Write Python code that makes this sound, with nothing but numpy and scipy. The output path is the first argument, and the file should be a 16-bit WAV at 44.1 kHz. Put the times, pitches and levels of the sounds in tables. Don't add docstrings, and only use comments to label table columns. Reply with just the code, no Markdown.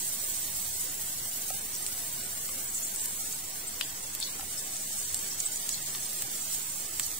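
import sys
import numpy as np
from scipy import signal
from scipy.io import wavfile
from scipy.ndimage import uniform_filter1d, minimum_filter1d

SR = 44100
rng = np.random.default_rng(int(sys.argv[2]) if len(sys.argv) > 2 else 0)


def output_pcm(signal):
    pcm = np.clip(np.atleast_2d(signal).T, -1, 1) * 32767
    wavfile.write(sys.argv[1], SR, np.round(pcm).astype(np.int16))


def voltage_ratio(level):
    return 10 ** (np.asarray(level, float) / 20)


N = 317079
STEP = 40

# frequency in Hz, level in dB per Hz.
ROOM_SPECTRUM = [(12, -30), (20, -9), (31, -20), (49, -12.5), (156, -12.5), (558, -17), (738, -18),
                 (917, -20.5), (1190, -4.5), (1410, -21), (2000, -17), (2420, -18), (3500, -28.5),
                 (4550, -96), (7700, -120)]
# frequency in Hz, width in Hz, level in dB.
HUMS = [
    (78.6, 4.3, -69),
    (142.6, 6.7, -65),
    (690, 170, -73),
]
# start in seconds, peak in dB.
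BUMPS = [
    (0.02, -47),
    (0.471, -49),
    (6.219, -45),
]
# start in seconds, peak in dB, pitch in Hz.
KNOCKS = [
    (1.287, -40, 667),
    (1.5068, -27, 730),
    (1.528, -40, 775),
    (1.545, -40, 790),
    (2.015, -51, 785),
    (4.3975, -34.5, 790),
    (4.431, -34, 780),
    (4.749, -46, 690),
]
# start in seconds, peak in dB, left-right in dB.
SNAPS = [(1.5025, -30, -6), (1.8645, -31, -6), (2.8489, -23, -4.0), (3.0579, -16, -1.5), (3.8113, -20, -8),
         (4.15, -16, -8), (4.2015, -23, -2.5), (4.4095, -24, -2), (5.9025, -38, 15), (6.1325, -20.5, -11),
         (6.2219, -16, -5.5), (6.5316, -26, -8.5), (6.9971, -17, -8), (7.0645, -19, -8.0)]
# start in seconds, level in dB, pitch in Hz, left-right in dB.
BLIPS = [(0.7423, -27, 8000, -1.8), (1.8728, -32, 8610, 0.1), (1.8664, -35, 7700, 0),
         (1.8714, -31, 7900, 0), (1.8795, -30, 7300, 0), (1.8895, -44, 8250, 0), (4.2297, -30.5, 4380, 0),
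         (4.3965, -33, 1270, 6), (3.8125, -27, 7200, 0), (3.8258, -33, 4480, 0), (3.8122, -29, 3000, -2),
         (2.6599, -27, 7760, -2.0), (2.6796, -24, 8070, 2), (2.7443, -25, 8000, -0.3),
         (2.7813, -22, 6930, 1.7), (2.8367, -26, 6930, -1.5), (3.4817, -37, 7730, -20),
         (3.6746, -31, 8660, -2.5), (3.6821, -31.5, 7950, -4.7), (3.6874, -27, 8070, -1.4),
         (4.0297, -31, 9240, -7), (4.2349, -24, 4330, -3.6), (4.2399, -34, 4570, 1),
         (4.2482, -35, 4360, -3.2), (4.575, -33, 5400, 3), (4.768, -26, 7060, 2), (4.9856, -28, 8230, -8),
         (5.1675, -29.0, 8460, -2.7), (5.617, -30.1, 8050, -1.1), (5.7332, -28.0, 8200, -3.9),
         (5.7397, -26, 8300, -1.4), (5.7443, -24.5, 4220, -5), (5.8649, -39, 8600, -3.0),
         (6.11, -25, 8500, -0.9), (6.2123, -30.5, 8290, 3), (6.2289, -30.9, 8050, 4.2),
         (6.4148, -27, 7400, -9), (7.0309, -26.2, 8100, -3.3), (7.031, -31, 4400, 0),
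         (4.2128, -29, 4400, 2), (5.4575, -27, 8000, 0), (5.4615, -28, 8050, 0), (5.4645, -27, 8100, 0)]
# start in seconds, level in dB, pitch in Hz.
MIDDLE_BLIPS = [(0.249, -27, 8700), (0.304, -26, 7860), (0.7497, -31, 7760), (0.8544, -31, 8180),
                (0.9517, -29, 8100), (1.1299, -29, 8050), (1.1438, -34, 7900), (1.5033, -29, 8700),
                (1.5948, -31, 7970), (1.6123, -31, 8290), (1.6177, -30, 7900), (1.7625, -26.5, 5800),
                (1.8262, -31, 8290), (2.0193, -35, 7800), (2.4364, -58, 8060), (2.7016, -26, 8230),
                (2.7495, -26, 8100), (2.766, -30, 7840), (2.7714, -28, 6750), (2.8522, -29, 7900),
                (2.8567, -26, 8050), (3.3307, -31, 7200), (3.3371, -30, 8310), (3.3506, -26, 8500),
                (3.4882, -30, 7430), (3.6688, -30, 7600), (3.8478, -36, 7880), (3.9052, -43, 8200),
                (4.0381, -31, 7390), (4.135, -32, 7450), (4.4322, -36, 10030), (4.4401, -31, 9900),
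                (4.8186, -32, 7500), (4.9917, -31, 8400), (5.0015, -26.5, 6800), (5.0778, -33, 7600),
                (5.135, -33, 8570), (5.2881, -27, 7700), (5.299, -29, 7700), (5.3159, -30, 5200),
                (5.4531, -23, 7820), (5.5196, -29, 7150), (5.5719, -26, 7210), (5.5959, -31, 8200),
                (5.6007, -28, 7990), (5.7006, -31, 7800), (5.7083, -31, 8760), (5.7142, -26, 8720),
                (5.7191, -30, 8040), (5.7256, -31, 7970), (5.8256, -27, 8320), (5.9044, -34, 7080),
                (6.0458, -50, 9070), (6.0663, -24, 8850), (6.1171, -32, 8510), (6.3557, -30, 7300),
                (6.3641, -34, 7600), (6.6183, -31, 7920), (6.7983, -30, 7920), (6.9141, -32, 7990)]
# start in seconds, peak in dB, pitch in Hz, left-right in dB.
SQUEALS = [(0.7494, -26.5, 8000, 2), (2.682, -29.5, 7040, 0), (2.748, -25, 7700, 0), (2.765, -29, 7000, 2),
           (2.828, -24.5, 6900, 0), (2.849, -31, 8200, 0), (1.82, -29, 8300, -3), (3.672, -27, 8460, 2),
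           (3.845, -30, 7340, -1), (4.025, -35, 9500, -9), (4.572, -29, 5300, 3), (5.16, -26, 8300, 0),
           (5.3094, -29, 5550, 1), (5.455, -19, 8070, 0), (5.698, -32, 7940, 0), (5.702, -29, 6000, -3),
           (5.724, -24, 6800, 0), (5.5179, -30, 7160, -2.0), (7.028, -30, 6000, -3.5),
           (7.0294, -28, 8060, 4), (7.055, -26, 6800, 0), (7.036, -31, 8200, 0), (2.752, -32, 8200, 0),
           (2.962, -28, 7900, 0), (3.003, -25, 7950, 0), (2.875, -29, 7500, 0)]
# start in seconds, peak in dB, pitch in Hz, left-right in dB.
SPATTERS = [(1.735, -33, 5870, -2), (1.866, -27, 8200, -3), (3.809, -30, 3130, -2), (3.815, -33, 4500, -4),
            (4.21, -28.5, 3760, 3), (4.224, -28.5, 4470, -5), (4.245, -39, 4200, 2), (4.235, -31, 6000, 0),
            (4.262, -34, 3870, 0), (5.705, -36, 5070, -5), (5.735, -32, 4350, -2.5), (7.026, -34, 4450, 0)]
# start in seconds, peak in dB, pitch in Hz, relative lows in dB, left-right in dB.
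POPS = [(1.8635, -16.5, 8640, -17.5, 4), (2.4903, -35.5, 8200, -1.5, 0), (2.867, -23, 7400, -26, 2),
        (2.96, -17, 8300, -38, -0.5), (2.995, -22, 7800, -17, -1.5), (3.0568, -16, 8700, -24, -2),
        (3.3248, -18.5, 7460, -41, 1), (3.8098, -17, 2770, -15.5, 7), (4.15, -24.5, 7460, -17, 5),
        (4.2008, -18, 7800, -26, 3), (4.2263, -17, 4270, -30, 9), (4.4087, -30.5, 8400, -7, -4),
        (5.1433, -11.5, 7940, -21.5, 1), (5.19, -19.5, 7570, -22, 2), (5.263, -35, 8100, -6.5, -2),
        (5.4016, -13.5, 6850, -47, -7), (5.5586, -19, 7500, -34, 1), (0.2427, -25, 8300, -30, 14),
        (5.6908, -11.5, 7450, -19.5, -1), (5.949, -26, 3600, -14, 5), (6.221, -20, 7900, -16, 6),
        (6.996, -12.5, 7800, -15.5, 0.5), (7.064, -27, 6700, -26, -3.5), (7.114, -28, 6870, -16.5, -3),
        (1.5015, -33, 8600, -5.5, 0)]
# lag in seconds, level in dB.
PAN_ECHOES = [(.0009, -11), (.0017, -11), (.0026, -13), (.0038, -16)]
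# relative lows in dB, lower edge in Hz.
LOWS_REACH = [(-18, 2700), (-15, 750)]
# frequency in Hz, level in dB per Hz.
FIZZ_SPECTRUM = [(1180, -39), (2000, -20), (2400, -19.5), (3020, -12), (4450, -9), (4890, -8), (5810, -5),
                 (7070, 0.5), (8050, 3.5), (9000, -0.5), (11300, -6.5), (13100, -9), (15100, -4.5),
                 (15600, -12)]
# time in seconds, level in dB.
VIGOUR = [(0.0, -35.5), (0.58, -38.5), (0.9, -38), (1.2, -39), (1.58, -39), (2.3, -39), (2.68, -38),
          (2.88, -38.5), (3.04, -36), (3.36, -40.5), (4.14, -41), (4.46, -40.5), (4.83, -36.5), (5.29, -37),
          (5.6, -38.5), (6.27, -37.5), (6.57, -36.5), (7.19, -39)]
# time in seconds, treble in dB, lows in dB, left-right in dB.
AIM = [
    (0.0, 4, 4.5, -3),
    (1.2, 3, 2.4, -1),
    (2.8, 2.1, 1, -1),
    (4.2, -1.5, 0.5, -1.8),
    (5.3, 0, 3.5, -1.5),
    (7.19, 0.9, 2, -3.5),
]
# frequency in Hz, width in Hz, gain in dB.
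WALL_NOTCHES = [(4480, 130, 2.5), (4950, 300, -3), (6270, 260, -2.2), (6930, 130, -5.5), (8730, 140, -3),
                (8930, 130, -4), (9650, 200, -2), (10450, 150, -2), (11100, 200, -1.5), (11900, 130, -1.2),
                (13000, 140, -2), (13560, 130, -1.5), (8100, 200, 1.3), (15650, 500, 3)]
# frequency in Hz, left-right correlation (no unit).
LIKENESS = [(30, 0.8), (60, 1), (110, 0.86), (170, 0.99), (380, 0.59), (700, 0.36), (1200, -0.15),
            (2380, 0.51), (5980, -0.18), (15000, 0.11)]
# frequency in Hz, stretch of narrow peaks and dips
# in dB per dB.
STRETCH = [(300, .05), (700, .2), (1400, .55), (3800, .4), (4900, 1.15), (7000, 1.4), (13300, 1.4),
           (14800, .6)]


def rms_one(x):
    return x / np.sqrt(np.mean(x ** 2) + 1e-20)


def at_hz(points, hz):
    table_hz, values = np.array(points)[:, :2].T
    return np.interp(np.log(hz), np.log(table_hz), values)


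def curves(rows):
    s, *columns = np.transpose(rows)
    step_s = np.arange(N // STEP + 2) * STEP / SR
    return [np.interp(step_s, s, column) for column in columns]


def swell(db):
    return np.interp(np.arange(N) / STEP, np.arange(len(db)), voltage_ratio(db))


def drift(rate_hz):
    r = np.exp(-2 * np.pi * rate_hz * STEP / SR)
    noise = rng.standard_normal(N // STEP + 2002)
    return rms_one(signal.lfilter([1], [1, -2 * r, r * r], noise)[2000:])


def resonance(x, hz, width_hz):
    r = np.exp(-np.pi * width_hz / SR)
    b = (1 - r * r) / 2 * np.array([1, 0, -1])
    a = [1, -2 * r * np.cos(2 * np.pi * hz / SR), r * r]
    return signal.lfilter(b, a, x + 1e-18)


def resonance_twice(x, hz, width_hz):
    return resonance(resonance(x, hz, width_hz), hz, width_hz)


def band_pass(x, order, low_hz, high_hz):
    sos = signal.butter(order, [low_hz, high_hz], "band", fs=SR, output="sos")
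    return signal.sosfilt(sos, x)


def peak(x, hz, width_hz, db):
    return x + (voltage_ratio(db) - 1) * resonance(x, hz, width_hz)


def stereo(pair, hz):
    alike = np.clip(at_hz(LIKENESS, hz), -.9, .98)
    return np.sqrt(1 + alike) * pair[0] + np.sqrt(1 - alike) * pair[1] * [[1], [-1]]


def add(out, s, sound, pan_db):
    at = round(s * SR)
    part = out[:, at:at + sound.shape[-1]]
    part += (sound * voltage_ratio(np.array([[.5], [-.5]]) * pan_db))[:, :part.shape[1]]


def canvas(length):
    return np.zeros((2, N)), np.arange(length) / SR


def room(level_db):
    rumble, flame = swell(-0.4 * drift(3.1)), swell(0.73 * drift(10.0))
    white = rng.standard_normal((2, 2, N))
    edges_hz = 18 * 2 ** (np.arange(17) / 2)
    air = 0
    for k, (low_hz, high_hz) in enumerate(zip(edges_hz, edges_hz[1:])):
        band = band_pass(white[k % 2], 2, low_hz, high_hz)
        hz = np.sqrt(low_hz * high_hz)
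        air = air + voltage_ratio(at_hz(ROOM_SPECTRUM, hz)) * stereo(band, hz) * (rumble if hz < 220 else flame)
    hum = 0
    for hz, width_hz, db in HUMS:
        hum = hum + voltage_ratio(db) * rms_one(stereo(resonance_twice(white[0], hz, width_hz), hz))
    return voltage_ratio(level_db) * rms_one(air) + hum * rumble


def bumps(boost_db, hz, rise_s):
    out, t = canvas(SR // 4)
    shape = t / rise_s * np.exp(1 - t / rise_s)
    for s, peak_db in BUMPS:
        thud = rms_one(resonance(rng.standard_normal(len(t)), hz, hz))
        add(out, s, voltage_ratio(peak_db + boost_db) * shape * thud, 0)
    return out


def knocks(t60_s, rise_s, boost_db):
    out, t = canvas(SR // 10)
    shape = voltage_ratio(-60 * t / t60_s) * (1 - np.exp(-t / rise_s))
    for s, peak_db, hz in KNOCKS:
        note = np.sin(2 * np.pi * hz * t) + 0.5 * np.sin(2 * np.pi * 0.84 * hz * t)
        overtone = .9 * resonance(rng.standard_normal((2, len(t))), 1250, 500)
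        add(out, s - .002, voltage_ratio(peak_db + boost_db) * shape * (note + overtone), 0)
    return out


def snaps(boost_db, hz, width_hz, t60_s):
    out, t = canvas(SR // 50)
    for s, peak_db, pan_db in SNAPS:
        burst = voltage_ratio(-60 * t / t60_s) * rng.standard_normal((2, len(t)))
        tick = resonance_twice(burst, hz, width_hz)
        add(out, s, voltage_ratio(peak_db + boost_db) * tick / np.abs(tick).max(), pan_db + 6.5)
    return out


def blips(table, boost_db, rise_s=0.00037, t60_s=0.0068, glide=0.021):
    out, t = canvas(SR // 50)
    shape = (1 - np.exp(-(t / rise_s) ** 2)) * voltage_ratio(-60 * t / t60_s)
    bend = 1 + glide * (t / t60_s - .3)
    phases = rng.normal(0, 0.7, (len(table), 2, 1))
    for (s, level_db, hz, pan_db), phase in zip(table, phases):
        tone = np.sin(2 * np.pi * hz * t * bend + phase)
        add(out, s - .001, voltage_ratio(level_db + boost_db) * shape * tone, pan_db)
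    return out


def leaks(table, boost_db, length_s, width_share):
    out, t = canvas(SR // 6)
    shape = (t / length_s * np.exp(1 - t / length_s * 1.28)) ** 0.98 * 0.98
    for s, peak_db, hz, pan_db in table:
        grain_db = 2.6 * np.minimum(rng.exponential(1, len(t)), 4.0)
        noise = rng.standard_normal((2, len(t))) * voltage_ratio(grain_db)
        tone = resonance_twice(noise, hz, width_share * hz)
        add(out, s - .002, voltage_ratio(peak_db + boost_db) * shape * rms_one(tone), pan_db)
    return out


def pop_click(t, spit_db, spit_t60_s):
    start = 50
    click = np.zeros((2, len(t)))
    click[:, start] = 1
    for lag_s, echo_db in PAN_ECHOES:
        lag = (lag_s * SR * rng.uniform(.9, 1.1, 2)).astype(int)
        click[[0, 1], start + lag] = voltage_ratio(echo_db) * rng.choice([-1, 1], 2)
    spit = voltage_ratio(spit_db - 60 * t / spit_t60_s) * rng.standard_normal(click.shape)
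    return click + spit * (t > start / SR)


def pops(spit_db, spit_t60_s, ring_width_hz, after_width_hz, after_db):
    out, t = canvas(SR // 10)
    for s, peak_db, hz, lows_db, pan_db in POPS:
        click = pop_click(t, spit_db, spit_t60_s)
        ring = resonance_twice(click, hz, ring_width_hz)
        after = resonance(click, hz, after_width_hz)
        ring = ring / np.abs(ring).max() + voltage_ratio(after_db) * after / np.abs(after).max()
        low_edge_hz = np.interp(lows_db, *np.transpose(LOWS_REACH))
        lows = voltage_ratio(lows_db + 25.5) * band_pass(click, 3, low_edge_hz, 5300)
        highs_db = -23 + 1.8 * (peak_db + 17) - 3 * np.log2(hz / 8000) + 0.34 * (lows_db + 20)
        highs = voltage_ratio(highs_db + 10.0) * resonance_twice(click, 15000, 5500)
        pop = ring / np.abs(ring).max() + np.sign(4000 - hz) * lows - highs
        add(out, s, voltage_ratio(peak_db) * pop, pan_db)
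    return out


def sizzle(per_s, uneven_db, patchy_db, flutter_db, big_follows, mist_follows):
    (level_db,), (treble_db, lows_db, pan_db) = curves(VIGOUR), curves(AIM)
    swing_db = level_db - level_db.mean()
    big_db = lows_db - (1 - big_follows) * swing_db
    mist_db = treble_db - (1 - mist_follows) * swing_db
    sizes = voltage_ratio(uneven_db * np.minimum(rng.exponential(1, (2, N)), 5)) * rng.standard_normal((2, N))
    bursts = sizes * (rng.random((2, N)) < per_s / SR) * swell(flutter_db * drift(25))
    dealt = rng.integers(0, 4, (2, N))
    hands = [bursts * (dealt == k) for k in range(4)]
    out, near = 0, drift(2.2)
    for k, hz in enumerate(np.geomspace(2100, 16300, num=28)):
        near = .8 * near + .6 * drift(14)
        rings = resonance_twice(hands[k % 4], hz, hz / 8)
        octaves = np.log2(hz / 7500)
        tilt_db = big_db * np.clip(-octaves / .5, 0, 1) + mist_db * np.clip(octaves / 0.61, 0, 1)
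        out = out + swell(at_hz(FIZZ_SPECTRUM, hz) + tilt_db + patchy_db * near) * stereo(rings, hz)
    return rms_one(out) * [swell(level_db + 4.5 + pan_db / 2), swell(level_db + 3.0 - pan_db / 2)]


def scene():
    out = room(level_db=-49)
    out = out + bumps(boost_db=-7.0, hz=87, rise_s=0.016)
    out = out + knocks(t60_s=0.021, rise_s=0.0045, boost_db=7.5)
    out = out + snaps(boost_db=0.5, hz=12200, width_hz=8800, t60_s=0.0062)
    out = out + blips([(*row, -1.5) for row in MIDDLE_BLIPS], boost_db=7.0)
    out = out + blips(BLIPS, boost_db=6.0)
    out = out + leaks(SPATTERS, boost_db=-6.5, length_s=0.016, width_share=0.21)
    out = out + leaks(SQUEALS, boost_db=-7.0, length_s=.01, width_share=0.081)
    out = out + pops(spit_db=-19.0, spit_t60_s=0.023, ring_width_hz=2200, after_width_hz=900, after_db=1)
    frying = sizzle(per_s=22000, uneven_db=0.5, patchy_db=1.0, flutter_db=-0.7,
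                    big_follows=0.067, mist_follows=0.31)
    for notch in WALL_NOTCHES:
        frying = peak(frying, *notch)
    return out + frying


def stretch_bands(x, top_hz, above_top_db, gate_db, gate_depth_db, patches_db):
    hz, s, cells = signal.stft(x, SR, nperseg=2048, noverlap=1536)
    power = np.sum(np.abs(cells) ** 2, axis=0) + 1e-18
    narrow = uniform_filter1d(uniform_filter1d(power, size=2, axis=0), size=4, axis=1)
    patches = rng.standard_normal(power.shape)
    for _ in range(2):
        patches = uniform_filter1d(uniform_filter1d(patches, size=9, axis=0), size=3, axis=1)
    contrast_db = 10 * np.log10(narrow / uniform_filter1d(narrow, size=41, axis=0))
    contrast_db = contrast_db + patches_db * rms_one(patches)

    energy = np.sum(x ** 2, axis=0)
    loudest = -minimum_filter1d(-energy, size=1400)
    crest_db = 10 * np.log10(loudest / uniform_filter1d(energy, size=4000) + 1e-9)
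    crest_db = crest_db[np.minimum((s * SR).astype(int), N - 1)]
    steady = np.clip((19 - crest_db) / 3, 0, 1)

    stretch = at_hz(STRETCH, hz + 1)[:, None] * steady
    gate = gate_depth_db / (0.5 + np.exp(2 * (contrast_db - gate_db)))
    gain = voltage_ratio(stretch * (contrast_db + gate))
    before = uniform_filter1d(power, size=41, axis=0)
    after = uniform_filter1d(power * gain ** 2, size=41, axis=0)
    gain = gain * np.sqrt(before / after)
    spill = voltage_ratio(above_top_db * np.clip((25 - crest_db) / 4, .3, 1))
    gain = gain * np.where(hz[:, None] > top_hz, spill, 1)
    return signal.istft(cells * gain, SR, nperseg=2048, noverlap=1536)[1][:, :N]


def band_limit(x):
    return signal.sosfilt(signal.butter(12, 17030, fs=SR, output="sos"), x)


def record(dry):
    left = peak(dry[0], hz=15500, width_hz=2400, db=-18)
    right = peak(dry[1], hz=15500, width_hz=3800, db=4.7)
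    shaped = stretch_bands(np.array([left, right]), top_hz=15755, above_top_db=-80,
                    gate_db=-4.5, gate_depth_db=-25, patches_db=3.8)
    return band_limit(shaped + .0028)


dry = scene()
out = record(dry)
output_pcm(out)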